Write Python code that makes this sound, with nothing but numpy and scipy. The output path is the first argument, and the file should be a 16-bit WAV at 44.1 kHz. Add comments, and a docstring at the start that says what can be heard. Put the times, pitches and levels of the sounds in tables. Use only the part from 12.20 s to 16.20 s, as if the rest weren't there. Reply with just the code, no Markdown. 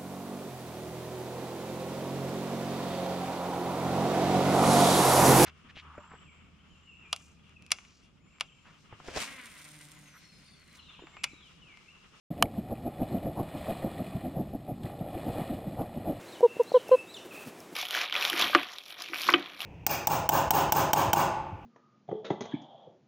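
"""Thumping gulps, about seven a second: a hot spring boils as gas comes up the vent in swells of bubbles.
The pool churns between gulps, surges splash back as spray and single drops, and a little wind rumbles.
A tap on the camera rings its housing once. The sound is near mono, and the water is coarsely
sampled, so a faint sizzle mirrors it in the high treble."""
import sys
import numpy as np
from scipy import signal
from scipy.fft import rfft, irfft
from scipy.io import wavfile
from scipy.ndimage import uniform_filter1d, map_coordinates

SR = 44100
rng = np.random.default_rng(int(sys.argv[2]) if len(sys.argv) > 2 else 0)


def dump(signal):
    """Clip the signal to [-1, 1] and save it as 16-bit WAV at the path in sys.argv[1]."""
    limited = np.clip(np.atleast_2d(signal).T, -1, 1)
    pcm = np.round(limited * 32767).astype(np.int16)
    wavfile.write(sys.argv[1], SR, pcm)


N = 176400


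def amp(db):
    """Decibels to gain."""
    return 10 ** (np.asarray(db) / 20)


def unit(x):
    """Scale to rms 1."""
    return x / np.sqrt(np.mean(x ** 2) + 1e-20)


def curve(rows):
    """Join (seconds, value) points into one value per sample."""
    return np.interp(np.arange(N) / SR, *np.transpose(rows))


def wobble(rate):
    """A smooth random curve, rate knots a second."""
    return map_coordinates(rng.standard_normal(int(N * rate / SR) + 4), [np.arange(N) * rate / SR])


def colour(x, points):
    """EQ x through (Hz, dB) points on a log axis; rms 1."""
    f, db = np.transpose(points)
    hz = np.fft.rfftfreq(N, 1 / SR)
    return unit(irfft(rfft(x) * amp(np.interp(np.log(hz + 1), np.log(f), db)), N))


def noise(points):
    """Coloured noise of rms 1."""
    return colour(rng.standard_normal(N), points)


def bubbles(per_s, lo_hz, hi_hz, cycles, spread_db, rise, samples):
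    """A random rain of damped sines that rise in pitch as they die; rms 1."""
    when, pitch, strength, polarity = np.hsplit(rng.random((int(per_s * N / SR), 4)), 4)
    hz = lo_hz + (hi_hz - lo_hz) * pitch
    turns = hz * np.arange(samples) / SR
    age = turns / cycles
    envelope = np.exp(-np.log(100) * age) * (1 - np.exp(-2 * turns))
    ring = envelope * np.sin(2 * np.pi * turns * (1 + rise * np.minimum(age, 1)))
    gain = amp(-spread_db * np.log(np.maximum(strength, .005))) * np.sign(polarity - .5) * np.sqrt(hz)
    at = (when * N).astype(int) + np.arange(samples)
    return unit(np.bincount(at.ravel() % N, (gain * ring).ravel(), N))


def gulps():
    """Gas swells through small, then large bubbles and thumps at the surface; two gulps slop over."""
    # Each row: centre and half width in seconds, large and small bubble levels in dB,
    # thump delay in seconds, thump level in dB, thump pitch in Hz.
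    gas_gulps = [(0.11, 0.012, -32, -44, 0.0023, -24, 185), (0.239, 0.021, -32.5, -35.5, 0.0008, -25, 170),
                 (0.389, 0.0081, -32.5, -44, 0.0014, -22.5, 220),
                 (0.524, 0.011, -32, -33.5, 0.0035, -30.5, 198),
                 (0.674, 0.012, -30, -35, -0.0035, -27.5, 245),
                 (0.822, 0.017, -29.5, -34.5, 0.0067, -29, 230),
                 (0.949, 0.023, -30, -36.5, 0.002, -24, 198),
                 (1.074, 0.022, -31.5, -35.5, -0.0093, -29, 162),
                 (1.203, 0.021, -30.5, -36, -0.0098, -29, 238), (1.36, 0.013, -37, -41, -0.002, -43, 240),
                 (1.505, 0.019, -36.5, -32, 0.02, -29, 200),
                 (1.653, 0.021, -31.5, -35.5, -0.0044, -27.5, 222),
                 (1.81, 0.019, -33, -39, -0.0056, -27.5, 188),
                 (1.959, 0.014, -32.5, -44.5, -0.0042, -23, 125),
                 (2.063, 0.016, -32, -39, -0.018, -29.5, 245),
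                 (2.196, 0.024, -31.5, -36.5, -0.023, -25, 167),
                 (2.353, 0.011, -35, -38.5, 0.00055, -26.5, 274),
                 (2.505, 0.015, -35.5, -37.5, 0.019, -27, 128), (2.652, 0.014, -39, -50, -0.0035, -25, 129),
                 (2.819, 0.011, -36, -43, -0.003, -26.5, 170), (2.965, 0.018, -38, -41, -0.0091, -29.5, 90),
                 (3.09, 0.02, -32, -37.5, -0.0013, -30, 270), (3.19, 0.024, -35, -36, 0.028, -24.5, 168),
                 (3.324, 0.025, -35.5, -41.5, -0.018, -26.5, 242),
                 (3.482, 0.011, -34, -47, -0.0023, -25.5, 175),
                 (3.612, 0.016, -33, -33.5, -0.006, -31, 263),
                 (3.776, 0.0078, -30, -43.5, -0.00077, -24, 200),
                 (3.895, 0.022, -32.5, -33, 0.012, -26, 290)]
    # Each row: centre of a slop in seconds, level in dB.
    slops = [(1.192, -41), (3.606, -44.5)]
    # Tone of large bubbles, small bubbles and slops. 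Each row: frequency in Hz, gain in dB.
    large_eq = [(35, -19), (90, -5.5), (150, -4.5), (210, -1.5), (310, 0.5), (370, -7.5), (480, -34.5),
                (900, -71)]
    small_eq = [(200, -4.5), (400, -6), (540, 0.5), (700, 3.5), (820, -4), (960, -23.5), (1200, -24.5),
                (2200, -49)]
    slop_eq = [(600, -21), (900, -1.5), (1120, -7), (1350, -22), (2500, -41)]
    small_lead_s, thump_width_s, slop_width_s = 0.003, 0.0037, 0.019
    t, out = np.arange(N) / SR, np.zeros(N)
    bell = lambda s, width: np.exp(-.5 * ((t - s) / width) ** 2)
    large, small = noise(large_eq), noise(small_eq)
    for s, width, large_db, small_db, delay, thump_db, thump_hz in gas_gulps:
        thump = bell(s + delay, thump_width_s)
        large_swell = bell(s, width) * (1 - .5 * thump)  # ducks under the thump
        early = s - small_lead_s
        small_swell = bell(early, width) + 0.14 * bell(early, 2 * width)
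        for source, swell, db in (large, large_swell, large_db), (small, small_swell, small_db):
            out += amp(db) * unit(source * swell) * np.sqrt(np.mean(swell ** 2))
        turns = thump_hz * (t - s - delay)
        out += amp(thump_db) * thump * np.sin(2 * np.pi * (turns + rng.random()))
    return out + noise(slop_eq) * sum(amp(db) * bell(s, slop_width_s) for s, db in slops)


def churn():
    """Bubbles keep the pool gurgling over the low boil of the vent."""
    # The gurgle's fader. Each row: time in seconds, level in dB.
    fader = [(.1, -49.5), (.6, -50), (1.12, -47), (1.72, -48.5), (2.34, -53.5), (2.61, -57), (2.67, -44.5),
             (3.17, -43.5), (3.45, -45), (4, -50)]
    # Tone of the gurgle and the boil. Each row: frequency in Hz, gain in dB.
    gurgle_eq = [(150, -25), (300, -3.5), (420, -7.5), (550, 0.5), (700, 2.5), (820, -2), (960, -22.5),
                 (1300, -17.5), (2000, -43)]
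    boil_eq = [(20, -17), (50, -4), (100, 2.5), (160, 3.5), (290, -1.5), (400, -9.5), (700, -42)]
    gurgle = bubbles(1100, 249.4, 1579, cycles=8.9, spread_db=2.0, rise=0.029, samples=1600)
    boil = noise(boil_eq) * amp(-44.5 + 1.5 * wobble(15))
    return colour(gurgle, gurgle_eq) * amp(curve(fader)) + boil


def spray():
    """Thrown water lands as a hiss of droplets, with a few heavier splats."""
    # The shower's fader. Each row: time in seconds, level in dB.
    fader = [(.1, -59.5), (.45, -60), (.78, -56.5), (.92, -54), (1.11, -57.5), (1.35, -51), (1.53, -46.5),
             (1.66, -52.5), (1.85, -51.5), (2.05, -55), (2.29, -61.5), (2.61, -61.5), (2.66, -54),
             (2.78, -59.5), (3.0, -51), (3.2, -48), (3.43, -56.5), (3.8, -57), (3.95, -53.5)]
    # Each row: start of a splat in seconds, level in dB.
    splats = [(0.178, -55), (0.383, -55), (2.634, -47.5), (2.791, -53.5), (3.6165, -51.5)]
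    # Tone of the shower and the splats. Each row: frequency in Hz, gain in dB.
    shower_eq = [(300, 1), (900, 6), (1250, 4.5), (1520, -7), (1880, 3.5), (2180, -4), (2480, 3.5),
                 (2720, -8), (2930, 1), (3150, -6.5), (3420, -1), (3750, -7.5), (4150, -3.5), (4550, -13),
                 (4900, -13), (5500, -19.5), (6000, -12)]
    splat_eq = [(600, -21), (2000, 7), (3400, 12), (4600, -2.5), (5800, -6)]
    flutter_db, splat_t60 = .8, 0.036
    t = np.arange(N) / SR
    drops = bubbles(700, 917, 5720, cycles=5.5, spread_db=2.5, rise=0.041, samples=400)
    shower = colour(rng.standard_normal(N) + amp(-9) * drops, shower_eq)
    shower *= amp(curve(fader) + flutter_db * wobble(55))
    splat_envelope = sum((t >= s) * amp(db - 60 * np.abs(t - s) / splat_t60) for s, db in splats)
    return shower + splat_envelope * noise(splat_eq)


def plinks():
    """A single drop swells into a very short ring whose pitch wavers as the water closes over it."""
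    # Each row: start of a drop in seconds, peak level in dB, pitch in Hz.
    drops = [(0.2548, -42.5, 2350), (0.553, -53, 2530), (0.983, -50, 2930), (1.631, -47, 1920),
             (1.865, -47.5, 2500), (1.93, -49.5, 2420), (2.6603, -47, 1980), (3.286, -52, 2520)]
    peak_s, linewidth_hz = 0.0022, 90
    out, t = np.zeros(N + SR), np.arange(SR // 50) / SR
    envelope = t / peak_s * np.exp(.5 - .5 * (t / peak_s) ** 2)
    for s, db, hz in drops:
        waver = np.cumsum(rng.standard_normal(len(t))) * np.sqrt(2 * np.pi * linewidth_hz / SR)
        out[round(s * SR):][:len(t)] += amp(db) * envelope * np.sin(2 * np.pi * hz * t + waver)
    return out[:N]


def click():
    """Something hard taps the camera and rebounds lightly; both hits ring the quickly damped housing."""
    # Each row: start of a tap in seconds, gain in dB.
    taps = [(0.2252, -12.5)]
    # The housing's modes. Each row: frequency in Hz, relative level in dB, 60 dB decay time in seconds.
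    modes = [(690, -5, 0.041), (1200, 4.5, 0.018), (1774, -7.5, 0.012), (2270, -4, 0.019),
             (3002, 4.5, 0.023), (3182, 1.7, 0.0094), (4010, -6.5, 0.014), (5040, -1.5, 0.0039),
             (7000, -2, 0.0033), (9034, -5, 0.021), (10839, -12.5, 0.019), (13193, -15.5, 0.0133),
             (14982, -11, 0.016)]
    rebound_s, rebound_db, damping_s = .00116, -7, .009
    crack_t60, crack_rise_s = 0.0095, 0.0011
    out, t = np.zeros(N + SR), np.arange(SR // 10) / SR
    ring = sum(amp(db - 60 * t / t60) * np.sin(2 * np.pi * hz * t) * (-1) ** k
               for k, (hz, db, t60) in enumerate(modes))
    ring *= np.exp(-.5 * (t / damping_s) ** 2)
    crack_envelope = amp(-3 - 60 * t / crack_t60) * (1 - np.exp(-t / crack_rise_s))
    for s, db in taps:
        for at, blow_db in (s, db), (s + rebound_s, db + rebound_db):
            crack = crack_envelope * uniform_filter1d(rng.standard_normal(len(t)), size=2)
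            out[round(at * SR):][:len(t)] += amp(blow_db) * (ring + crack)
    return out[:N]


def wind():
    """A light, lumpy rumble on the microphone."""
    return noise([(25, -1.5), (50, -12), (200, -28)]) * amp(-77 + 3 * wobble(13))


def coarse(x):
    """Sample and hold: the band under half the rate is mirrored faintly on both sides of the rate."""
    hold_hz, edge_hz = 12000, 5510
    hz = np.fft.rfftfreq(N, 1 / SR)
    band = rfft(x) * (hz < hold_hz / 2) / np.sqrt(1 + (hz / edge_hz) ** 43)
    carrier = np.exp(2j * np.pi * hold_hz * np.arange(N) / SR)
    below = signal.hilbert(irfft(band * hz / np.maximum(hold_hz - hz, 1), N))
    above = signal.hilbert(irfft(band * hz / (hold_hz + hz), N))
    return irfft(band, N) + amp(0.5) * np.real((np.conj(below) - above) * carrier)


def scene():
    """The spring and the click sit dead centre; only the wind has a little width."""
    mono = coarse(gulps() + churn() + spray() + plinks() + wind()) + click()
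    side = 0.25 * wind()
    return np.array([mono + side, mono - side])


def record(dry):
    """The sound snaps in after a moment of silence; a steep low-pass trims the very top."""
    start_s, fade_s, top_hz = .104, 0.0026, 15500
    opened = dry * np.clip((np.arange(N) / SR - start_s) / fade_s, 0, 1)
    return signal.sosfiltfilt(signal.butter(20, top_hz, fs=SR, output="sos"), opened)


dry = scene()
out = record(dry)
dump(out)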